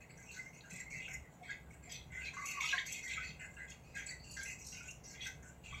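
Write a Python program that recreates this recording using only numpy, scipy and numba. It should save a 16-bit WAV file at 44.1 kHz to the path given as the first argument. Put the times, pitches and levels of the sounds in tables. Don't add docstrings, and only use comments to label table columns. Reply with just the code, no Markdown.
import sys
import numpy as np
from scipy import signal
from scipy.fft import rfft, irfft
from scipy.io import wavfile
from scipy.ndimage import uniform_filter1d
from numba import njit

SR = 44100
rng = np.random.default_rng(int(sys.argv[2]) if len(sys.argv) > 2 else 0)


def store_pcm(level_fs):
    pcm = np.round(np.clip(level_fs, -1, 1) * 32767).astype(np.int16)
    wavfile.write(sys.argv[1], SR, np.atleast_2d(pcm).T)


N = 255777
T = np.arange(N) / SR

# (frequency [Hz], width [Hz], gain [dB])
PAN_MODES = [(1151, 14, -4), (1522, 35, 6), (1613, 39, 3), (1907, 65, -22), (2073, 46, 3), (2207, 92, -2.5),
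             (2563, 64, 4.5), (2777, 103, 2), (3302, 132, -1.5), (3516, 170, -12), (3780, 100, -15.5),
             (4060, 140, -8), (4425, 160, 0.5), (4820, 160, -4)]


def undb(db):
    return 10 ** (np.asarray(db) / 20)


def unit(x):
    return x / np.sqrt(np.mean(x ** 2))


def even(x, span_s):
    power = np.abs(uniform_filter1d(x ** 2, int(span_s * SR)))
    return x / np.sqrt(power + 1e-4 * np.mean(x ** 2))


def curves(rows):
    times_s, *columns = np.transpose(rows)
    return [np.interp(T, times_s, column) for column in columns]


def add(out, start_s, x):
    i = max(int(start_s * SR), 0)
    out[i:i + len(x)] += x[:N - i]


def walk(rate_hz):
    knots = rng.standard_normal(8192)
    return np.interp(T * rate_hz, np.arange(len(knots)), knots) * np.sqrt(3 / 2)


def clicks(per_s, spread_db):
    out = np.zeros(N)
    at = np.flatnonzero(rng.random(N) < per_s / SR)
    sign, size = rng.standard_normal((len(at), 2)).T
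    out[at] = np.sign(sign) * undb(spread_db * size)
    return out


def swell(length_s):
    u = np.arange(int(4 * length_s * SR)) / (length_s * SR / 2)
    return (u * np.exp(1 - u)) ** 2


def held(start_s, length_s, attack_s, release_s):
    attack = np.sin(np.pi / 2 * np.clip((T - start_s) / attack_s, 0, 1)) ** 2
    return attack * np.exp(-np.clip((T - start_s - length_s) / release_s, 0, 60))


def progress(start_s, length_s):
    return np.clip((T - start_s) / length_s, 0, 1)


def favour(hz, centre_hz, octaves):
    return 1 / (1 + (np.log2(hz / centre_hz) / octaves) ** 2) ** 2


def resonate(x, hz, width_hz):
    return signal.lfilter(*signal.iirpeak(hz, hz / width_hz, fs=SR), x)


def band(x, lo_hz, hi_hz):
    return signal.sosfilt(signal.butter(5, [lo_hz, hi_hz], "bandpass", fs=SR, output="sos"), x)


@njit
def sweep(x, hz, width_hz):
    y = np.empty(len(x))
    band_state, low_state = 0., 0.
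    for i in range(len(x)):
        g = np.tan(np.pi * hz[i] / SR)
        damping = width_hz / hz[i]
        v = (band_state + g * (x[i] - low_state)) / (1 + g * (g + damping))
        band_state = 2 * v - band_state
        low_state += 2 * g * v
        y[i] = damping * v
    return y


def colour(x, points, size=2048):
    hz, db = np.transpose(points)
    bins_hz = np.maximum(np.fft.rfftfreq(size, 1 / SR), 1)
    gain = undb(np.interp(np.log(bins_hz), np.log(hz), db))
    cepstrum = irfft(np.log(gain))
    cepstrum[1:size // 2] *= 2
    cepstrum[size // 2 + 1:] = 0
    return signal.fftconvolve(x, irfft(np.exp(rfft(cepstrum))))[:len(x)]


def blips(rows, glide, waver):
    out = np.zeros(N)
    wobble = waver * walk(rate_hz=600)
    for start_s, hz, db, length_s in rows:
        envelope = swell(length_s)
        shake = wobble.take(int(start_s * SR) + np.arange(len(envelope)), mode="wrap")
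        slide = glide * np.tanh(T[:len(envelope)] / length_s - 0.5)
        phase = 2 * np.pi * np.cumsum(hz * (1 + slide + shake)) / SR
        add(out, start_s, undb(db) * envelope * np.sqrt(2) * np.sin(phase))
    return out


def kitchen(air_db=-59, split_hz=125, rumble_trim_db=-2):
    # (frequency [Hz], gain [dB])
    air_spectrum = [(20, -35), (32, -9), (48, -8.5), (65, 4.5), (95, -7), (130, 0), (170, 0), (210, -9.5),
                    (380, -13), (750, -13), (1200, -21.5), (2500, -27.5), (4000, -37), (5500, -42.5),
                    (15800, -38)]
    # (time [s], level before trim [dB])
    rumble_levels = [(0.0, -63), (0.72, -69), (0.84, -57.8), (1.06, -63), (1.18, -51.5), (1.39, -72),
                     (1.68, -57), (1.85, -60), (2.2, -54.5), (2.44, -65.5), (2.98, -64), (3.2, -54.5),
                     (3.62, -61.7), (4.2, -56.3), (5.14, -63), (5.36, -54), (5.52, -65.5), (5.72, -51.8)]
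    # (frequency [Hz], level [dB])
    hum_tones = [(66, -71.5), (120, -73.5), (240, -74.5), (445, -78)]
    air = undb(air_db) * unit(colour(rng.standard_normal(N), air_spectrum, size=8192))
    low = signal.sosfiltfilt(signal.butter(3, split_hz, fs=SR, output="sos"), air)
    rumble = even(low, span_s=0.11) * undb(curves(rumble_levels)[0] + rumble_trim_db)
    hum = 0
    for hz, db in hum_tones:
        hum += undb(db) * unit(np.sin(2 * np.pi * hz * T + 0.87 * walk(rate_hz=5.4)))
    return air - low + rumble + hum


def room(x, t60_s=0.27, wet_db=-2.5, build_s=0.00078, move_hz=0.9, tails=4):
    t, wet = T[:SR // 2], 0
    envelope = undb(-60 * t / t60_s) * (1 - np.exp(-t / build_s))
    for k in range(tails):
        tail = rng.standard_normal(len(t)) * envelope
        share = np.maximum(np.cos(2 * np.pi * (move_hz * T - k / tails)), 0)
        wet += signal.fftconvolve(x * share, tail / np.linalg.norm(tail))[:N]
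    return (x + undb(wet_db) * wet) / np.hypot(1, undb(wet_db))


def bumps():
    # (time [s], frequency [Hz], level [dB], length [s])
    thuds = [(.722, 171.5, -47, 0.026), (.965, 146, -48, 0.022), (1.099, 142, -53, 0.013),
             (3.282, 155, -47, 0.027), (4.449, 126, -57, 0.014), (4.968, 134, -51.5, .02)]
    return blips(thuds, glide=-0.027, waver=0.087)


def pops():
    # (time [s], frequency [Hz], level [dB], length [s])
    pockets = [(.292, 2700, -52, 0.029), (.36, 1524, -50, 0.031), (.388, 2084, -43, 0.017),
               (.457, 2094, -52, 0.031), (.80, 2043, -43.5, 0.013), (.86, 2108, -50, 0.022),
               (1.078, 1516, -49, 0.012), (1.09, 735, -54, 0.011), (1.135, 2093, -44.5, 0.02),
               (1.235, 1960, -58.5, 0.039), (1.41, 730, -52.5, .021), (1.485, 1645, -50, 0.028),
               (1.51, 2025, -42.5, 0.018), (1.665, 1515, -64, 0.023), (1.704, 2246, -56, 0.013),
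               (1.87, 708, -60.5, 0.02), (2.255, 2110, -45, 0.013), (2.635, 1270, -45.5, 0.02),
               (2.725, 1628, -34, 0.02), (2.735, 727, -48, 0.015), (2.779, 1856, -28.5, 0.0042),
               (3.172, 1294, -46, 0.018), (3.444, 1670, -46, .01), (3.964, 1630, -45.5, 0.019),
               (4.085, 4484, -45.5, 0.017), (4.105, 2000, -44, 0.019), (4.377, 1544, -48, .014),
               (4.805, 1397, -52, .0094), (4.88, 2740, -50.5, 0.026), (5.21, 3277, -43.5, 0.016),
               (5.257, 1524, -45, 0.022), (5.722, 1155, -49.5, 0.021), (5.74, 2240, -45, 0.011)]
    return blips(pockets, glide=0.0074, waver=0.024)


def squeals(roughness=0.033):
    # (start [s], length [s], first pitch [Hz], last pitch [Hz], level [dB])
    glides = [(2.33, 0.022, 1035, 1083, -55), (2.367, 0.087, 1155, 1145, -48.5),
              (2.507, 0.063, 1210, 1099, -56.5), (2.571, 0.058, 1171, 980, -46.5),
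              (2.688, 0.032, 2730, 3800, -42), (2.723, 0.062, 1114, 1013, -53),
              (2.78, 0.0098, 2540, 3760, -39), (4.197, 0.15, 4570, 4620, -59.5)]
    waver = 1 + roughness * walk(rate_hz=640)
    flutter = undb(2.9 * walk(rate_hz=130))
    out = 0
    for start_s, length_s, first_hz, last_hz, db in glides:
        hz = (first_hz + (last_hz - first_hz) * progress(start_s, length_s)) * waver
        envelope = held(start_s, length_s, attack_s=0.0027, release_s=0.0018)
        out += undb(db) * envelope * unit(np.sin(2 * np.pi * np.cumsum(hz) / SR))
    return out * flutter


def knocks(decay_scale=0.82, cushion_s=0.0019):
    # (time [s], level of the first 5 ms [dB], favoured frequency [Hz])
    hits = [(.290, -51.5, 2750), (.313, -50, 2700), (.607, -56, 3900), (1.05, -44, 2700),
            (1.924, -57, 3300), (2.012, -56.5, 3620), (2.103, -58.5, 1980), (3.305, -54, 3480),
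            (3.396, -53, 2120), (3.718, -51.5, 3070), (3.943, -54, 2130), (5.207, -47.5, 3630),
            (5.645, -58, 2670)]
    out, t = np.zeros(N), T[:SR // 10]
    attack = 1 - np.exp(-t / cushion_s)
    for start_s, db, centre_hz in hits:
        ring = 0
        for hz, width_hz, mode_db in PAN_MODES:
            gain = undb(mode_db) * favour(hz, centre_hz, octaves=0.18)
            decay = np.exp(-np.pi * width_hz * t * decay_scale)
            ring += gain * attack * decay * np.sin(2 * np.pi * (hz * t + rng.random()))
        add(out, start_s, undb(db) * ring / np.std(ring[:SR // 200]))
    return out


def sizzle(steam_db, fizz_hz, width_hz=100, spit_s=0.014):
    # (frequency [Hz], gain [dB])
    fizz_spectrum = [(4000, -20), (5000, -5), (5450, 1), (5900, 3), (6800, -0.5), (8050, 3), (8500, -10),
                     (9000, -20.5), (10000, -5), (10700, -9.5), (12000, -2), (14000, -5.5), (15800, -34)]
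    # (time [s], relative level [dB])
    spits = [(.70, -55.5), (0.725, -53.5), (.755, -53.5), (.795, -53.5), (1.13, -52), (1.502, -57.5),
             (1.917, -47.5), (2.453, -46), (2.604, -48.5), (2.863, -50), (2.919, -44.5), (3.037, -52.5),
             (3.696, -52), (4.061, -48), (4.104, -55.5), (4.309, -51.5), (4.336, -54.5), (4.428, -48),
             (4.662, -48.5), (4.87, -54), (4.904, -51.5), (5.263, -49.5)]
    bursts = np.zeros(N)
    for start_s, db in spits:
        add(bursts, start_s, undb(db) * swell(spit_s))
    steam = np.hypot(undb(steam_db - 1.5), undb(2.5) * bursts)
    spread = 0.11 * (steam / undb(-62)) ** 0.42
    bubbles = 0
    for hz in np.geomspace(4800, 15500, 48):
        swarm = clicks(per_s=240, spread_db=2.5) * undb(6.2 * walk(rate_hz=35))
        ring = resonate(resonate(swarm, hz, width_hz), hz, 3 * width_hz)
        bubbles += ring * (spread + favour(hz, fizz_hz, octaves=0.29))
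    return steam * even(colour(bubbles, fizz_spectrum), span_s=0.043)


def smacks(peak_db, centre_hz, scatter, length_s, count=600, range_db=14):
    when, pitch, size = rng.random((count, 3)).T
    at = (when * (N - 1)).astype(int)
    pitches_hz = centre_hz[at] * np.exp(scatter * (2 * pitch - 1))
    levels_db = peak_db[at] - range_db * size
    rows = zip(T[at], pitches_hz, levels_db, np.full(count, length_s))
    pockets = blips(rows, glide=0.013, waver=0.013)
    ring = sum(undb(db / 2) * resonate(pockets, hz, 2.4 * width_hz) for hz, width_hz, db in PAN_MODES)
    return unit(ring) * np.std(pockets)


def squelch(centre_hz, width_hz, wander):
    hz = centre_hz * np.exp(wander * walk(rate_hz=30))
    suction = clicks(per_s=900, spread_db=5) * undb(4.6 * walk(rate_hz=58))
    return even(sweep(sweep(suction, hz, width_hz), hz, 2 * width_hz), span_s=0.1)


def scrape(push_db, bite_db, gap_hz, edge_hz, grip_spread_db=6, split_hz=3000):
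    slips = clicks(per_s=700, spread_db=1) * undb(2.8 * walk(rate_hz=70))
    bowl, edge = 0, 0
    for hz, width_hz, db in PAN_MODES:
        grip = undb(db + grip_spread_db * walk(rate_hz=22))
        ring = resonate(resonate(slips * grip, hz, width_hz), hz, 3 * width_hz)
        if hz < split_hz:
            bowl += ring * (0.12 + favour(hz, gap_hz, octaves=0.28))
        else:
            edge += ring * favour(hz, edge_hz, octaves=0.32)
    bowl = undb(push_db - 4.5) * even(bowl, span_s=0.031)
    edge = undb(bite_db - 2) * even(edge, span_s=0.03)
    opening = undb(0.64 * (push_db + 33))
    bowl += opening * undb(push_db - 3) * squelch(gap_hz, width_hz=126, wander=0.092)
    edge += undb(bite_db - 23.5) * squelch(edge_hz, width_hz=110, wander=0.031)
    bowl += smacks(push_db - 2.5, gap_hz, scatter=0.17, length_s=0.014)
    edge += smacks(bite_db - 3, edge_hz, scatter=0.15, length_s=0.012)
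    return band(bowl, 1220, 2860) + band(edge, 3070, 5180)


def stir(grip_s=0.0117, lean_db=1, let_go_s=0.0232, steam_fade_s=0.018):
    # (start [s], length [s], bowl push [dB], edge bite [dB], steam [dB],
    # first wet gap pitch [Hz], last wet gap pitch [Hz], edge pitch [Hz], fizz pitch [Hz])
    strokes = [(0, 0.015, -53, -77, -63.5, 1870, 2140, 4150, 7000),
               (0.088, 0.023, -54, -66, -64, 1970, 2050, 4220, 7570),
               (0.164, 0.14, -58.5, -83, -62, 1896, 2760, 4000, 6970),
               (0.304, 0.074, -53, -62, -56.0, 2860, 1820, 3950, 7000),
               (0.366, 0.11, -61.5, -94, -64, 1930, 1976, 4100, 6660),
               (0.524, 0.058, -59.5, -78, -62, 2396, 2460, 4350, 6700),
               (0.631, 0.054, -56, -80, -68, 1360, 1530, 3800, 6940),
               (0.691, 0.12, -50, -65.5, -59.5, 2336, 2140, 3850, 7060),
               (0.896, 0.091, -46, -66.5, -56.5, 2255, 2233, 4320, 6700),
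               (0.996, 0.065, -47.5, -60, -62, 2240, 2750, 3310, 7100),
               (1.074, 0.067, -46.5, -88, -57.5, 2210, 2220, 3380, 6700),
               (1.307, 0.042, -86, -85.5, -71, 1860, 1720, 3820, 7240),
               (1.422, 0.053, -55, -66, -68.5, 2215, 2030, 3750, 7660),
               (1.474, 0.044, -46.0, -56, -68, 1840, 2003, 3264, 6660),
               (1.699, 0.05, -65.5, -87, -65.5, 2180, 1670, 3660, 7900),
               (1.821, 0.056, -57.5, -74.0, -63, 2090, 2150, 4180, 7650),
               (1.888, 0.07, -50.5, -51.5, -56, 2095, 2390, 3640, 6140),
               (2.113, 0.12, -45.5, -66, -61, 1944, 2347, 3300, 7160),
               (2.238, 0.04, -44, -51, -57.5, 2320, 2250, 3610, 6400),
               (2.327, 0.12, -48, -65.5, -57.5, 1547, 2224, 4200, 6800),
               (2.449, 0.064, -44.5, -56.5, -46.5, 2570, 2410, 3730, 6630),
               (2.501, 0.11, -44.5, -64, -60, 2324, 2184, 4300, 6450),
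               (2.598, 0.12, -38.5, -46.0, -47.5, 2336, 2450, 3590, 6650),
               (2.72, 0.077, -40.5, -51, -54.5, 1510, 2023, 3630, 6700),
               (2.85, 0.1, -46, -55.5, -50.5, 2035, 2620, 3880, 6860),
               (2.925, 0.066, -46.5, -59, -55.5, 2430, 2280, 3910, 7000),
               (3.022, 0.039, -44.5, -63, -53, 2130, 2168, 4250, 6800),
               (3.068, 0.072, -43, -50.5, -52, 2050, 2564, 3640, 6900),
               (3.135, 0.1, -42, -58, -63, 2210, 2090, 3670, 7000),
               (3.228, 0.067, -51.0, -55, -57.5, 2500, 2330, 4080, 6550),
               (3.387, 0.068, -47, -75, -59.5, 2180, 1856, 4140, 7350),
               (3.497, 0.15, -66, -84, -67, 1980, 1750, 3800, 7800),
               (3.561, 0.072, -45.5, -77, -83, 1536, 1916, 3700, 7800),
               (3.673, 0.049, -57, -62.5, -62.5, 1970, 2153, 3575, 6910),
               (3.831, 0.14, -62.0, -74, -73, 2770, 1930, 4300, 7200),
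               (3.946, 0.063, -43.5, -55.5, -53.5, 1910, 2000, 3610, 6900),
               (4.063, 0.041, -48.5, -56.5, -55, 2300, 1990, 4370, 7500),
               (4.232, 0.16, -57, -76, -60, 2940, 2810, 4500, 7200),
               (4.36, 0.063, -44, -55, -53.5, 1564, 1946, 4070, 6460),
               (4.444, 0.081, -45.5, -67, -50.5, 2276, 2270, 4700, 6500),
               (4.58, 0.047, -57.5, -82, -55, 2390, 2650, 4350, 6250),
               (4.635, 0.1, -72, -62.5, -53, 2230, 1890, 4400, 6500),
               (4.715, 0.084, -49.5, -68, -55, 2605, 2535, 4270, 5760),
               (4.817, 0.08, -53, -73, -58, 2670, 2880, 3740, 6900),
               (5.032, 0.099, -63, -65.0, -54, 2720, 1956, 4320, 6130),
               (5.135, 0.12, -51, -64, -69, 2210, 2300, 3380, 6300),
               (5.205, 0.071, -49.5, -52.0, -53, 2460, 1914, 3560, 6130),
               (5.42, 0.076, -57.5, -98, -61, 1557, 1590, 3720, 7300),
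               (5.631, 0.07, -52, -65.5, -61.5, 2560, 2600, 3700, 7350),
               (5.7, 0.091, -54, -56, -64.5, 2190, 2240, 3320, 6970)]
    push, bite, steam = (np.full(N, undb(rest_db) ** 2) for rest_db in (-73.5, -93, -77))
    *_, rest_gap_hz, rest_edge_hz, rest_fizz_hz = curves(strokes)
    gap_sum, edge_sum, fizz_sum = push * rest_gap_hz, bite * rest_edge_hz, steam * rest_fizz_hz
    for start_s, length_s, push_db, bite_db, steam_db, first_hz, last_hz, edge_hz, fizz_hz in strokes:
        along = progress(start_s, length_s)
        lean = undb(lean_db * (along - 0.5))
        contact = lean * held(start_s, length_s, grip_s, let_go_s)
        pushing = (undb(push_db) * contact) ** 2
        biting = (undb(bite_db) * contact) ** 2
        steaming = (undb(steam_db) * lean * held(start_s, length_s, grip_s, steam_fade_s)) ** 2
        push, bite, steam = push + pushing, bite + biting, steam + steaming
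        gap_sum += pushing * (first_hz + (last_hz - first_hz) * along)
        edge_sum += biting * edge_hz
        fizz_sum += steaming * fizz_hz
    levels_db = 10 * np.log10([push, bite, steam])
    return levels_db, (gap_sum / push, edge_sum / bite, fizz_sum / steam)


def scene():
    (push_db, bite_db, steam_db), (gap_hz, edge_hz, fizz_hz) = stir()
    skillet = scrape(push_db, bite_db, gap_hz, edge_hz) + sizzle(steam_db, fizz_hz)
    skillet += knocks() + squeals() + pops() + bumps()
    return (room(skillet) + kitchen())[None]


def record(dry):
    return signal.sosfilt(signal.ellip(10, 0.2, 70, 15800, fs=SR, output="sos"), dry)


dry = scene()
out = record(dry)
store_pcm(out)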